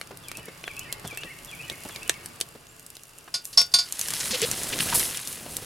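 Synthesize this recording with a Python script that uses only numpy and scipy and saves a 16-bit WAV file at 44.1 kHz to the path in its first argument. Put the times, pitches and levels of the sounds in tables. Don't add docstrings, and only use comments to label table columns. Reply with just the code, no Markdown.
import sys
import numpy as np
from scipy import signal
from scipy.fft import rfft, irfft
from scipy.io import wavfile
from scipy.ndimage import uniform_filter1d, minimum_filter1d

SR = 44100
rng = np.random.default_rng(int(sys.argv[2]) if len(sys.argv) > 2 else 0)


def log_audio(samples):
    frames = np.atleast_2d(samples).T
    limited = np.clip(frames, -1, 1)
    pcm = np.round(limited * 32767).astype(np.int16)
    wavfile.write(sys.argv[1], SR, pcm)


N = 249165
TIME = np.arange(N) / SR

# (time [s], sizzle level [dB], air level [dB])
AMBIENT_LEVELS = [(0.0, -58.5, -54.5), (1.68, -52.5, -51.5), (1.88, -49, -49.5), (2.22, -54, -50.5),
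                  (2.69, -60, -59.5), (2.99, -57, -61), (3.3, -58, -59.5)]
# (frequency [Hz], t60 [s], level struck on rim [dB], flat [dB], corner [dB])
IRON_MODES = [(700, .14, -24, -31, -29), (1093, .13, -25, -29, -30), (1190, .1, -35, -42, -45),
              (1448, .24, -31, -30, -27), (2078, .18, -33, -50, -44), (2309, .18, -43, -36, -32),
              (3565, .17, -21, -18, -21), (3671, .13, -27, -28, -36), (4135, .13, -23, -16, -18),
              (4195, .12, -21, -21, -24), (4617, .16, -11, -8, -13), (4662, .16, -11, -22, -20),
              (4924, .14, -12, -15, -9), (5045, .14, -32, -28, -16), (5258, .11, -6, -28, -15),
              (5428, .125, -1, -21, -19), (5685, .09, -21, -29, -28), (6212, .09, -21, -21, -31),
              (6353, .15, -18, -42, -29), (6490, .12, -22, -19, -18), (6887, .13, -29, -24, -22),
              (8420, .12, -37, -30, -26), (8775, .11, -23, -16, -33), (8950, .09, -35, -28, -38),
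              (9710, .1, -31, -35, -42), (11330, .09, -35, -35, -38), (12110, .08, -48, -33, -48),
              (12880, .09, -38, -40, -52)]


def undb(db):
    return 10 ** (np.asarray(db) / 20)


def unit(x, first_s=np.inf):
    return x / np.sqrt(np.mean(x[TIME[:len(x)] < first_s] ** 2))


def curves(table):
    times, *columns = np.transpose(table)
    return [np.interp(TIME, times, column) for column in columns]


def fade(t, t60):
    return np.exp(-np.log(1000) * t / t60)


def arch(t, length):
    return np.sin(np.pi * np.minimum(t / length, 1)).clip(0)


def phase_of(hz):
    return 2 * np.pi * np.cumsum(hz) / SR


def wander(rate, n=N):
    return np.interp(TIME[:n] * rate, np.arange(1000), rng.standard_normal(1000))


def add(track, start, sound):
    i = max(int(start * SR), 0)
    track[i:i + len(sound)] += sound[:N - i]


def colour(x, spectrum):
    hz, db = np.transpose(spectrum)
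    bin_hz = np.maximum(np.fft.rfftfreq(len(x), 1 / SR), 1)
    gain = undb(np.interp(np.log(bin_hz), np.log(hz), db))
    return unit(irfft(rfft(x) * gain, len(x)))


def resonate(x, hz, q):
    w = 2 * np.pi * min(hz, .42 * SR) / SR
    a = np.sin(w) / (2 * q)
    return signal.lfilter([a, 0, -a], [1 + a, -2 * np.cos(w), 1 - a], x)


def soften(x, hz):
    return signal.sosfilt(signal.butter(2, hz, fs=SR, output="sos"), x)


def grains(rate, spread_db, t60):
    breaks = rng.random(N) < rate / SR
    size = np.minimum(rng.exponential(size=N), 4.5)
    clicks = breaks * rng.choice([-1, 1], N) * undb(spread_db * size)
    tail_energy = signal.lfilter([1], [1, -fade(1 / SR, t60) ** 2], clicks ** 2)
    tails = np.sqrt(tail_energy) * rng.standard_normal(N)
    return unit(unit(clicks) + unit(tails))


def crumbs(pitches_hz, rate, spread_db, t60, clump_db):
    out = np.zeros(N)
    for hz in pitches_hz:
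        band = unit(resonate(grains(rate, spread_db, t60), hz, q=.66))
        out += band * np.sqrt(hz) * undb(clump_db * wander(90))
    return unit(out)


def surround(x, t60, wet_db):
    t = TIME[:SR]
    tails = rng.standard_normal((2, SR)) * fade(t, t60) * (1 - np.exp(-t / .0008))
    mid, side = (undb(wet_db) * signal.fftconvolve(x, unit(tail) / np.sqrt(SR))[:N] for tail in tails)
    side = signal.sosfilt(signal.butter(1, [380, 9000], "band", fs=SR, output="sos"), side)
    return x + .75 * mid + side * np.array([[1], [-1]])


def air():
    # (frequency [Hz], level [dB])
    spectrum = [(12, -35), (20, 0), (118, 3.5), (164, 1), (357, -2), (710, -6.5), (793, -7), (1080, -5),
                (1480, -6.5), (1680, -7), (2630, -13), (3070, -14.5), (4000, -15), (5200, -13.5),
                (8800, -120)]
    _, air_db = curves(AMBIENT_LEVELS)
    return undb(air_db + 2.5 + 1.53 * wander(6.58)) * colour(rng.standard_normal(N), spectrum)


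def embers():
    # (frequency [Hz], level [dB])
    spectrum = [(1500, -32), (2600, 2.5), (3700, -7), (6400, -3.5), (10400, -2), (13000, -7), (16000, -13)]
    sizzle_db, _ = curves(AMBIENT_LEVELS)
    sizzle = colour(rng.standard_normal(N), spectrum) * undb(.5 + .78 * wander(7.2))
    cinders = crumbs([4000, 7000, 11000], rate=70, spread_db=4.2, t60=.008, clump_db=1.5)
    return undb(sizzle_db) * (sizzle + undb(1) * colour(cinders, spectrum))


def distant_call():
    from_hz, top_hz, rise_s, sag_hz_per_s = 6200, 7700, .011, 4000
    out, t = np.zeros(N), TIME[:SR // 4]
    hz = top_hz + (from_hz - top_hz) * np.exp(-t / rise_s) - sag_hz_per_s * t
    envelope = undb(-40) * fade(t, t60=.13) * np.sqrt(arch(t, length=.13))
    add(out, start=2.68, sound=envelope * np.sin(phase_of(hz)))
    return out


def birdsong():
    # (time [s], level [dB])
    phrases = [(0.232, -43), (0.651, -38.5), (1.058, -37.5), (1.477, -38.5), (1.902, -41)]
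    # (time in phrase [s], length [s], start pitch [Hz], end pitch [Hz], arch [Hz], level [dB])
    notes = [(-.003, .04, 3650, 3030, -4, -2.5), (.036, .042, 2700, 2200, -110, 1.5),
             (.11, .032, 2450, 2720, 8, 5.5), (.152, .034, 2860, 2980, -6, -1.5),
             (0.19, .055, 1993, 1847, -67, -6.5), (.228, .05, 1850, 1850, 377, -2)]
    warble, pitch_spread, flutter_db = .019, .011, .5
    out, t = np.zeros(N), TIME[:SR // 4]
    for start, db in phrases:
        for offset, length, from_hz, to_hz, arch_hz, note_db in notes:
            swell = arch(t, length)
            hz = np.interp(t, [0, length], [from_hz, to_hz]) + arch_hz * swell
            hz *= 1 + warble * wander(246, len(t))
            hz *= 1 + pitch_spread * rng.standard_normal()
            envelope = undb(db + note_db - flutter_db * wander(165, len(t))) * swell
            add(out, start + offset, envelope * np.sin(phase_of(hz)))
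    return out


def among_trees(x):
    echoes = surround(x, t60=.86, wet_db=-2.5) - x
    return undb(-1) * x + undb(-2.5) * echoes.mean(axis=0) + undb(-9) * echoes


def steps():
    # (time [s], peak level of the thud [dB],
    # pitch [Hz])
    thuds = [(0.107, -34, 380), (0.377, -36, 121.3), (0.48, -33.5, 280), (0.675, -26, 1590),
             (1.043, -30.5, 118.7), (1.126, -34, 468), (1.242, -38.5, 200), (1.708, -36, 176),
             (1.849, -30, 300), (1.891, -27.5, 1440), (2.55, -38, 384), (3.277, -36, 1280),
             (5.46, -33, 420)]
    out, t = np.zeros(N), TIME[:SR // 4]
    grit = crumbs([400, 650, 1100, 1800], rate=600, spread_db=2.5, t60=.012, clump_db=1.5)
    grit = colour(grit, [(150, -9), (550, 7.5), (1000, 0), (2000, -5), (4500, -2.5)])
    for start, db, hz in thuds:
        t60 = .069 * (300 / hz) ** .45
        load = fade(t, t60) * (1 - np.exp(-t / .0034))
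        thud = resonate(resonate(rng.standard_normal(len(t)) * load, hz, q=1.1), hz, q=.4)
        grinding = np.roll(grit, -int(start * SR))[:len(t)] * load
        add(out, start, undb(db) * (thud / np.abs(thud).max() + undb(-2) * grinding))
    return out


def snaps():
    # (time [s], tick peak level [dB], body level [dB], body pitch [Hz])
    fractures = [(0.0125, -23.5, -32, 2000), (0.1719, -24.5, -57, 4500), (0.2835, -18.5, -55, 2240),
                 (0.3149, -22, -34, 2300), (0.3705, -20.5, -46, 2580), (0.6386, -49, -34, 2525),
                 (0.6783, -31, -33.5, 2450), (0.7925, -17.5, -64, 2600), (0.925, -11, -31, 4830),
                 (1.0757, -18.5, -48, 3130), (1.173, -16, -35.5, 2600), (1.2339, -48, -33.5, 2040),
                 (1.6979, -22, -28, 3600), (1.9598, -26, -32.5, 4790), (2.0941, -2, -19, 2210),
                 (2.2588, -19.5, -40.5, 4450), (2.402, -17, -39.5, 4100), (2.4106, -5, -26, 3470),
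                 (2.795, -25, -54, 2590), (2.8634, -28.5, -62, 2850), (2.9018, -25, -67, 2660),
                 (2.9673, -29, -42, 4100), (3.034, -26.5, -62, 2240), (3.4528, -14.5, -53, 4140),
                 (3.6152, -15, -24, 4700), (3.9229, -10, -35, 4250), (3.9923, -10, -34, 3980),
                 (4.012, -8.5, -36, 5000), (4.0842, -12.5, -35.5, 2280), (4.1046, -13.5, -35, 3060),
                 (4.136, -11, -31, 4750), (4.4167, -6, -30, 3580), (4.513, -7, -33, 3150),
                 (4.6332, -15, -44, 3150), (4.7886, -15, -26.5, 3560), (4.955, -9, -36, 4880),
                 (4.9956, -8, -40, 4200), (5.1721, -11, -45, 2990), (5.273, -12, -34.5, 4580),
                 (5.327, -17, -55, 4800), (5.5667, -11, -44, 4940)]
    log_hz, log_db = 506, -11
    out, t = np.zeros(N), TIME[:SR // 8]
    spike = np.exp(-t / .00004)
    debris = fade(t, t60=.011) + undb(-33.5) * fade(t, t60=.15)
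    for start, tick_db, body_db, hz in fractures:
        splinter, wood = rng.standard_normal((2, len(t))) * debris
        tick_hz = np.interp(tick_db, [-14, 0], [10000, 6300])
        tick = resonate(spike + undb(-11) * splinter, tick_hz, q=.6)
        tick = soften(resonate(tick, tick_hz, q=.6), 12500)
        force = 2 * spike + wood
        body = soften(resonate(force, hz, q=1), 4500)
        knock = resonate(resonate(force, log_hz, q=.57), log_hz, q=.57)
        body = unit(body, first_s=.005) + undb(log_db) * unit(knock, first_s=.005)
        add(out, start + .00084, undb(tick_db) * tick / np.abs(tick).max() + undb(body_db) * body)
    return out


def spills():
    # (time [s], level [dB])
    rushes = [(3.438, -42.5), (3.98, -35.5), (4.8, -29.5), (4.94, -18.5), (5.264, -36.5), (5.5, -39.5)]
    # (frequency [Hz], level [dB])
    spectrum = [(2000, -32), (4000, -6), (7000, -5.5), (10500, 3), (13000, -5), (15000, -10), (16500, -31)]
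    attack_s, t60 = .01, .48
    flow = np.zeros(N)
    for start, db in rushes:
        t = np.maximum(TIME - start, 0)
        flow += undb(db) * np.minimum(t / attack_s, 1) * fade(np.maximum(t - attack_s, 0), t60)
    flakes = crumbs([5000, 8000, 11000, 14000], rate=1800, spread_db=3.3, t60=.006, clump_db=2)
    return flow * colour(flakes, spectrum)


def drag():
    # (time [s], scraping level [dB], rumble level [dB])
    travel = [(3.9, -43.5, -54.5), (4.23, -38.5, -47.5), (4.672, -40.5, -42.5), (4.844, -38.5, -40.5),
              (4.956, -37, -38), (5.128, -41.5, -48.5), (5.24, -45.5, -54), (5.4, -49, -47.5)]
    # (frequency [Hz], level [dB])
    ash_spectrum = [(2000, -51), (3500, 2), (5500, -2), (7000, 1), (10500, 3.5), (12500, -4.5),
                    (15000, -9.5), (16500, -34)]
    charcoal_spectrum = [(400, -18), (800, 0), (1500, 2), (3000, 3.5), (4500, 1.5), (7000, 1.5),
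                         (12000, -25)]
    bed_spectrum = [(30, -5), (70, 0.5), (125, 4.5), (280, -0.5), (520, -0.5), (800, -6), (2000, -18)]
    start_s, attack_s, jerk_db, steady_pull_db = 3.69, .42, .2, -36.5
    scrape_db, rumble_db = curves(travel)
    motion = np.clip((TIME - start_s) / attack_s, 0, 1) * undb(jerk_db * wander(40))
    flakes = crumbs([5000, 8000, 11000, 14000], rate=1400, spread_db=3.5, t60=.006, clump_db=2.5)
    lumps = crumbs([800, 1500, 2600, 4000], rate=700, spread_db=3.5, t60=.011, clump_db=3)
    settling = grains(rate=900, spread_db=2.2, t60=.025)
    trickle_db = steady_pull_db + 1.14 * (scrape_db - steady_pull_db) + 5.5
    trickle = undb(trickle_db) * colour(flakes, ash_spectrum)
    crunch = undb(scrape_db + 2.5) * colour(lumps, charcoal_spectrum)
    bed = undb(rumble_db + 3.5) * colour(settling, bed_spectrum)
    ring = sum(undb(rim_db) * resonate(crunch, hz, q=hz * t60 / 1.6) for hz, t60, rim_db, *_ in IRON_MODES)
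    return motion * (trickle + crunch + bed + undb(6) * ring)


def jolt():
    t = TIME[:SR // 5]
    rumble = resonate(rng.standard_normal(len(t)), hz=166, q=2.9)
    return unit(soften(rumble, 360)) * fade(t, t60=.19)


def judder():
    # (time [s], length [s], slip rate [Hz], groan level [dB], rasp level [dB], rasp pitch [Hz])
    catches = [(4.2, 0.016, 450, -53, -27, 6140), (4.306, 0.025, 208, -37, -27.5, 4620),
               (4.331, 0.031, 515, -33, -28, 3430), (4.421, 0.032, 490, -25.5, -25.5, 3240),
               (4.726, 0.02, 406, -40, -28.5, 2900), (4.8, 0.011, 170, -32.5, -23, 2850),
               (4.924, 0.012, 964, -27, -30, 1190), (4.946, 0.0092, 970, -31.5, -31, 1510)]
    out, t = np.zeros(N), TIME[:SR // 5]
    for start, length, slip_hz, groan_db, rasp_db, rasp_hz in catches:
        phase = phase_of(slip_hz * (1 + .065 * wander(120, len(t))))
        groan = undb(groan_db) * unit(np.sin(phase))
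        slips = rng.standard_normal(len(t)) * (1 + .44 * np.cos(phase))
        rasp = undb(rasp_db) * unit(resonate(resonate(slips, rasp_hz, q=1.16), rasp_hz, q=.68))
        pressure = arch(t, length) ** .29
        add(out, start, pressure * (groan + rasp) + undb(groan_db - 9.5) * jolt())
    return out


def clash(t):
    spectrum = [(300, -15), (800, -4), (1700, -17), (3000, -9.5), (5000, 0), (7500, -6.5),
                (11000, -4.5), (15000, -35)]
    overtones_hz = np.geomspace(1700, 13000, 60) * rng.uniform(.98, 1.02, 60)
    rod = sum(np.sin(2 * np.pi * (hz * t + rng.random())) for hz in overtones_hz)
    crowd = unit(rod) * fade(t, t60=.15) + rng.standard_normal(len(t)) * fade(t, t60=.07)
    return unit(colour(crowd, spectrum), first_s=.01)


def clinks():
    # (time [s], level [dB], place struck, relative clash level [dB])
    blows = [(3.34, -12.5, "corner", -14.5), (3.528, -37, "flat", -1.5), (3.5735, 0.5, "rim", -15.5),
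             (3.716, -34, "corner", -16), (3.738, -1.5, "flat", -17.5), (3.7852, -8, "corner", -19)]
    places = ["rim", "flat", "corner"]
    out, t = np.zeros(N), TIME[:SR // 2]
    contact = 1 - np.exp(-t / .0018)
    for start, db, place, clash_db in blows:
        column = places.index(place)
        ring = sum((-1) ** k * undb(levels_db[column]) * fade(t, t60) * np.sin(2 * np.pi * hz * t)
                   for k, (hz, t60, *levels_db) in enumerate(IRON_MODES))
        add(out, start, undb(db) * contact * (ring + undb(clash_db) * clash(t)))
        add(out, start, undb(db - 42.5) * jolt())
    return out


def scene():
    background = surround(air(), t60=.49, wet_db=-1) + surround(embers(), t60=.026, wet_db=-7)
    birds = among_trees(distant_call() + birdsong())
    fire = surround(snaps(), t60=.065, wet_db=-9)
    ground = surround(steps() + spills() + drag() + judder(), t60=.033, wet_db=-15)
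    iron = surround(clinks(), t60=.031, wet_db=-15.5)
    return background + birds + fire + ground + iron


def record(dry):
    ceiling, recovery_db_per_s, top_hz = .9, 200, 16100
    peak = -minimum_filter1d(-np.abs(dry).max(axis=0), 128)
    over_db = np.maximum(20 * np.log10(peak / ceiling + 1e-9), 0)
    recovery_db = recovery_db_per_s * TIME
    cut_db = np.maximum.accumulate(over_db + recovery_db) - recovery_db
    gain = undb(-uniform_filter1d(cut_db, 64))
    return signal.sosfilt(signal.ellip(10, .2, 90, top_hz, fs=SR, output="sos"), dry * gain)


dry = scene()
out = record(dry)
log_audio(out)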